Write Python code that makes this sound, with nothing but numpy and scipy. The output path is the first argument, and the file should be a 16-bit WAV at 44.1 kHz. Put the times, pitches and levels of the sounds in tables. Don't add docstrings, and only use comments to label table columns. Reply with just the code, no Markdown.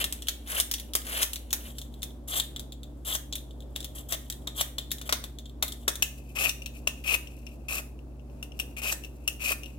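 import sys
import numpy as np
from scipy import signal
from scipy.fft import rfft, irfft
from scipy.io import wavfile
from scipy.ndimage import uniform_filter1d

SR = 44100
rng = np.random.default_rng(int(sys.argv[2]) if len(sys.argv) > 2 else 0)


def master(y):
    cut = np.clip(np.atleast_2d(y).T, -1, 1)
    pcm = np.round(cut * 32767)
    wavfile.write(sys.argv[1], SR, pcm.astype(np.int16))


def gain_from_db(level_db):
    decades = np.asarray(level_db, float) / 20
    return 10 ** decades


N = 431298

# (time [s], length [s], peak hiss [dB], swell up to the peak [dB],
# blade ring over hiss [dB], place of the peak along the stroke [0-1])
PEEL_STROKES = [(0, 0.018, -29, -6, 1.5, 0.16), (0.461, 0.13, -31.5, 14, -9, 0.94),
                (1.047, 0.18, -31, 12.5, -6.5, 1), (2.274, 0.12, -32.5, 11, -2, 0.84),
                (3.048, 0.097, -35, 5.5, -1.5, 1), (3.948, 0.053, -45, 5, -5, 0.24),
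                (4.085, .055, -34.5, 10.5, -7, 0.82), (4.548, 0.058, -33.5, 18, -2, 0.96),
                (5.054, 0.014, -43.5, -2, -2, .2), (6.35, 0.14, -30.5, 11, -0.5, 0.64),
                (7.038, 0.109, -32.5, 12.5, 6.5, 1), (7.683, 0.11, -37.5, 1, -3.5, 0.9),
                (8.765, 0.029, -42, -2, 1, 0.25), (8.816, 0.1, -35.5, 1.5, -2, 0.9),
                (9.395, 0.13, -35.5, 9, 1.5, 0.84)]
STROKE_RING_GROWTH = [5.5, 5, -3.5]
FLESH_OVER_HISS_DB = -7
ATTACK_S, LET_GO_S = 0.0022, 0.021
BITE_S, BITE_DB = 0.038, -6
EASE_DB_PER_S = 121


def strokes():
    t, gain = np.arange(N) / SR, np.zeros((3, N))
    for s, length_s, db, swell_db, ring_db, peak in PEEL_STROKES:
        growth_db = STROKE_RING_GROWTH[shot_at(s)]
        along = np.clip((t - s) / length_s, 0, 1)
        fade = np.clip(np.minimum((t - s) / ATTACK_S, (s + length_s - t) / LET_GO_S + 1), 0, 1)
        hiss_db = db - swell_db * np.clip(1 - along / peak, 0, 1)
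        hiss_db -= EASE_DB_PER_S * length_s * np.clip(along - peak, 0, 1)
        hiss_db += BITE_DB * np.clip(1 - (t - s) / BITE_S, 0, 1)
        blade_db = hiss_db + ring_db + growth_db * (along - 0.5)
        gain += fade * gain_from_db([hiss_db, blade_db, hiss_db + FLESH_OVER_HISS_DB])
    gain += handling()
    skin = tearing(2.6, 2.4, count=2)
    grip = tearing(3.2, 1.5, count=1)[0]
    flesh = tearing(2.0, 1.2, count=1)[0]
    near_hiss, far_hiss = cut_hiss(skin)
    blade = by_shot(lambda k: unit(blade_ring(grip, k, True)))
    body = unit(potato_body(flesh))
    hiss_gain, blade_gain, body_gain = gain
    return np.array([hiss_gain * near_hiss, hiss_gain * far_hiss, blade_gain * blade, body_gain * body])


def tearing(chatter_db, spread_db, count):
    sizes = gain_from_db(spread_db * rng.exponential(size=(count, N)))
    return unit(rng.standard_normal((count, N)) * sizes * gain_from_db(chatter_db * walk(170)))


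# (frequency [Hz], relative level [dB])
CUT_SPECTRA = [
    [(880, -32.5), (1500, 1), (3090, -3.5), (4550, -9.5), (11500, 2.5), (16000, -7.5)],
    [(2650, -43), (4500, -14), (7450, -0.5), (8780, -1), (15000, -0.5), (16000, -23)],
    [(2000, -42.5), (3400, -17.5), (7070, -9), (8870, -11.5), (12000, -8), (16000, -15.5)],
]


def cut_hiss(skin):
    return by_shot(lambda k: unit(colour(skin, CUT_SPECTRA[k])))


# (time [s], level before the shares below [dB])
GLOVE_HANDLING = [(0, -53), (0.9, -63), (1.45, -61), (1.65, -48), (1.9, -64), (2.22, -80), (3.5, -73),
                  (4.25, -62), (5.58, -76), (5.8, -61.5), (7.36, -60), (8.1, -77.5), (8.38, -67),
                  (9.22, -64), (9.68, -53.5), (9.78, -66)]


def handling():
    level_db = np.interp(np.arange(N) / SR, *np.transpose(GLOVE_HANDLING))
    shares_db = np.array([[-5.0], [-9.0], [-16.0]])
    return gain_from_db(level_db + 3.0 * walk(40)) * gain_from_db(shares_db)


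SECOND_MODE_RATIO = 2.08
LOADED_RATIO = 0.945
LOADED_MUTE_DB = 14


def blade_ring(x, shot, loaded):
    _, hz, width_hz, second_db, *_ = SHOT_SETTINGS[shot]
    hz = hz * LOADED_RATIO ** loaded

    def mode(ratio):
        narrow = ring(x, ratio * hz, np.sqrt(ratio) * width_hz)
        return ring(narrow, ratio * hz, 3 * ratio * width_hz)

    return mode(1) + gain_from_db(second_db - LOADED_MUTE_DB * loaded) * mode(SECOND_MODE_RATIO)


# (frequency [Hz], width [Hz], level [dB])
BODY_MODES = [(639, 177, 2), (1188, 750, 0.5), (1829, 390, -6)]


def potato_body(x):
    return sum(gain_from_db(db) * ring(x, hz, width_hz) for hz, width_hz, db in BODY_MODES)


# (time [s], crack peak [dB],
# blade ring over crack [dB], thud over crack [dB])
HARD_KNOCKS = [(0.0413, -11, -8.5, -15), (0.6, -7.5, -10.5, -25), (0.9522, -7, -15, -15),
               (1.2304, -8.5, -32, -22), (1.5291, -8.5, -29, -17.5), (2.3982, -16, -1.5, -20),
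               (2.5617, -29, 3, -12.5), (3.1523, -15.5, -11, -13), (3.3258, -27.5, 3.5, -13),
               (3.7606, -24.5, 1, -10.5), (4.1232, -14, -16, -13), (4.4726, -25, -1, -9.5),
               (4.61, -7.5, -10.5, -14.5), (4.783, -20, -3, -16), (5.014, -29, -6.5, -8),
               (5.093, -21.5, -6, -1.5), (5.1251, -8.5, -12, -11.5), (5.24, -26, -4, -5.5),
               (5.6254, -12, -5.5, -11.5), (5.88, -9, -8.5, -8), (6.0235, -9.5, -8.5, -20.5),
               (6.8731, -15.5, -2, -10.5), (7.1423, -15.5, -20, -13), (8.4272, -27, -5.5, -14.5),
               (8.5984, -19, -4, -17.5), (8.9243, -11.5, -35, -14.5), (9.2766, -13.5, -6.5, -20),
               (9.5192, -13.5, -40, -15.5)]
THUD_LEAD_S = 0.001472


def knocks():
    out = np.zeros((4, N))
    for s, crack_db, ring_db, thud_db in HARD_KNOCKS:
        crack(out, s, crack_db, ring_db)
        push = ragged_push(0.003, 0.15, 0.02)[0]
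        add(out[3], s - THUD_LEAD_S, potato_body(push), crack_db + thud_db)
    return out


# (time [s], crack peak [dB])
LIGHT_TICKS = [(0.1246, -18), (0.221, -28), (0.2704, -27), (0.2841, -10), (0.4738, -34), (0.713, -13.5),
               (0.7384, -14), (0.782, -31.5), (0.798, -25.5), (0.935, -20), (1.017, -34.5), (1.0673, -28),
               (1.2251, -14), (1.3325, -20.5), (1.358, -23.5), (1.506, -28.5), (1.7836, -26.5),
               (1.8153, -31), (1.94, -43.5), (2.0204, -31), (2.0303, -19.5), (2.105, -51), (2.595, -27.5),
               (2.7214, -34.5), (2.832, -37.5), (3.3548, -21), (3.382, -35), (3.508, -48), (3.604, -43),
               (3.622, -52), (3.756, -44), (3.8042, -28), (3.8277, -36), (3.8445, -24.5), (4.2998, -19),
               (4.3236, -27.5), (4.5955, -30), (4.9064, -33), (4.9155, -14.5), (4.983, -36),
               (5.3862, -32.5), (5.456, -41.5), (5.4956, -48), (5.6798, -24.5), (5.7212, -25), (5.955, -23),
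               (6.357, -41), (6.4929, -15.5), (6.6194, -37), (6.6596, -24), (7.272, -40.5), (7.466, -40.5),
               (7.99, -57.5), (8.195, -67), (8.298, -74), (8.519, -49), (8.5908, -30), (8.826, -32),
               (9.037, -37), (9.0466, -32), (9.6335, -35), (9.658, -41)]
TICK_RING_DB, TICK_RING_SLOPE = -30.5, 0.55


def ticks():
    out = np.zeros((4, N))
    for s, crack_db in LIGHT_TICKS:
        ring_db = TICK_RING_DB + TICK_RING_SLOPE * (crack_db + 23)
        crack(out, s, crack_db, ring_db - crack_db)
    return out


def crack(out, s, crack_db, ring_over_crack_db):
    push = ragged_push(0.00059, 0.16, 0.012, count=2)
    jitter = ragged_push(0.0015, 0.065, 0.024)[0]
    click = 0.53 * np.diff(push, prepend=0)
    _, _, blade, body = out
    add(out[:2], s, peeler_frame(push) + click, crack_db)
    add(body, s, ring(jitter, *BODY_MODES[-1][:2]), crack_db - 18.0)
    add(blade, s, blade_ring(jitter, shot_at(s), False), crack_db + ring_over_crack_db)


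# (frequency [Hz], width [Hz], level before the random mix [dB])
FRAME_MODES = [(3840, 1100, -3), (5920, 510, -1.5), (6680, 330, -3), (7780, 260, -2), (8940, 950, -0.5),
               (11640, 2300, -4), (13050, 3000, -25.5)]


def peeler_frame(push):
    mix = gain_from_db(4.5 * rng.standard_normal(len(FRAME_MODES)))
    return sum(g * gain_from_db(db) * ring(push, hz, width_hz) for g, (hz, width_hz, db) in zip(mix, FRAME_MODES))


def ragged_push(quick_s, drag, drag_s, count=1):
    t = np.arange(8000) / SR
    shape = drag * np.exp(-t / drag_s) * (1 - np.exp(-t / 0.00056))
    rebounds = rng.uniform((0.0015, 0.05), (0.009, 0.35), (2, 2))
    for late_s, size in [(0, 1), *rebounds]:
        since = np.maximum(t - late_s, 0)
        shape += size * np.exp(-since / quick_s) * (1 - np.exp(-since / 0.00042))
    return rng.standard_normal((count, len(t))) * shape


ROOM_T60_S, ROOM_TREBLE_T60_S, ROOM_DB = 0.36, 0.33, -7


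def kitchen(x):
    t = np.arange(int(0.6 * SR)) / SR
    noise = rng.standard_normal((2, len(t)))
    low = signal.lfilter(*signal.butter(2, 4500, fs=SR), noise)
    tail = low * gain_from_db(-60 * t / ROOM_T60_S) + (noise - low) * gain_from_db(-60 * t / ROOM_TREBLE_T60_S)
    tail *= 1 - np.exp(-t / 0.00033)
    tail /= np.sqrt(np.sum(tail ** 2) / 2)
    return gain_from_db(ROOM_DB) * signal.fftconvolve(x[None], tail, axes=1)[:, :N]


# (frequency [Hz], level before wavering [dB rms], sounding from [s])
HUM_LINES = [(59, -43.3, 0), (73.5, -58.5, 0), (131, -53.5, 1.68), (236.5, -58, 0), (295, -60.5, 0)]
HUM_LEAD_RAD = 0.15


def fridge():
    t, turns = np.arange(N) / SR, by_shot(lambda k: SHOT_SETTINGS[k][6])
    lead = np.array([[HUM_LEAD_RAD], [-HUM_LEAD_RAD]]) / 2
    hum = np.zeros((2, N))
    for hz, db, start_s in HUM_LINES:
        level = np.sqrt(2) * gain_from_db(db + hz / 160 * walk(3.7)) * (t >= start_s)
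        phase_turns = hz * t + turns * hz / HUM_LINES[0][0]
        hum += level * np.sin(2 * np.pi * phase_turns + lead)
    return hum


# (frequency [Hz], relative level [dB per Hz])
RUMBLE_SPECTRUM = [(15, -41.5), (25, -18), (70, -7), (102, -12), (145, -14), (180, -11.5), (285, -8.5),
                   (489, -18), (560, -15.5), (1940, -43), (5880, -46.5), (16000, -50)]
RUMBLE_DB = -50.5


def rumble():
    like = 0.9 / (1 + (np.fft.rfftfreq(N, 1 / SR) / 600) ** 2)
    mid = irfft(rfft(rng.standard_normal(N)) * np.sqrt(1 + like), N)
    side = irfft(rfft(rng.standard_normal(N)) * np.sqrt(1 - like), N)
    ports = np.array([mid + side, mid - side])
    return gain_from_db(RUMBLE_DB + 1.0 * walk(8.8)) * unit(colour(ports, RUMBLE_SPECTRUM))


def unit(x):
    return x / np.sqrt(np.mean(x ** 2))


def on_log(table, hz):
    f, v = np.transpose(table)
    return np.interp(np.log(hz + 1), np.log(f), v)


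def colour(x, table):
    size = x.shape[-1]
    return irfft(rfft(x) * gain_from_db(on_log(table, np.fft.rfftfreq(size, 1 / SR))), size)


def ring(x, hz, width_hz):
    return signal.lfilter(*signal.iirpeak(hz, hz / width_hz, SR), x)


def walk(rate_hz):
    k = int(SR / rate_hz)
    held = np.repeat(rng.standard_normal(N // k + 1), k)
    return 1.4 * uniform_filter1d(uniform_filter1d(held, k), k)[:N]


def add(track, s, x, peak_db):
    start = int(s * SR)
    part = track[..., start:start + x.shape[-1]]
    part += gain_from_db(peak_db) * x[..., :part.shape[-1]] / np.abs(x).max()


def shot_at(s):
    return sum(row[0] <= s for row in SHOT_SETTINGS) - 1


# (time [s], free blade pitch [Hz], blade filter width [Hz], second blade mode [dB],
# left minus right of ring [dB], of hiss [dB], phase of the lowest hum line [turns])
SHOT_SETTINGS = [(0, 3230, 750, -11, 0, 2.5, 0.061), (1.68, 3500, 457, -11, 3.5, 3.3, 0.44),
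                 (6, 2740, 250, -12, 13.5, 1.3, 0.805)]


def by_shot(make):
    starts_s = [row[0] for row in SHOT_SETTINGS]
    which = np.searchsorted(starts_s, np.arange(N) / SR, side="right") - 1
    return sum((which == k) * make(k) for k in range(len(SHOT_SETTINGS)))


RIGHT_PORT_LAG = [13, 12, 10]
HISS_APART = 0.75
DIRECT_DB, BODY_LEFT_OVER_RIGHT_DB = 2.5, 3.5


def scene():
    hiss, far_hiss, blade, body = strokes() + ticks() + knocks()
    ring_db, hiss_db = (by_shot(lambda k: SHOT_SETTINGS[k][c]) for c in (4, 5))
    right_hiss = np.sqrt(1 - HISS_APART) * hiss + np.sqrt(HISS_APART) * far_hiss

    def port(port_hiss, side):
        balanced = port_hiss * gain_from_db(side * hiss_db) + blade * gain_from_db(side * ring_db)
        return gain_from_db(DIRECT_DB) * (balanced + body * gain_from_db(side * BODY_LEFT_OVER_RIGHT_DB))

    left, right = port(hiss, 0.5), port(right_hiss, -0.5)
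    late_right = by_shot(lambda k: np.roll(right, RIGHT_PORT_LAG[k]))
    return np.array([left, late_right]) + kitchen(hiss + blade + body) + fridge() + rumble()


def band_limit(x):
    return signal.sosfilt(signal.butter(12, 16990, fs=SR, output="sos"), x)


def record(dry):
    top_cut = signal.ellip(10, 0.2, 60, 15900, fs=SR, output="sos")
    mix = signal.sosfilt(top_cut, dry)
    return band_limit(mix)


dry = scene()
out = record(dry)
master(out)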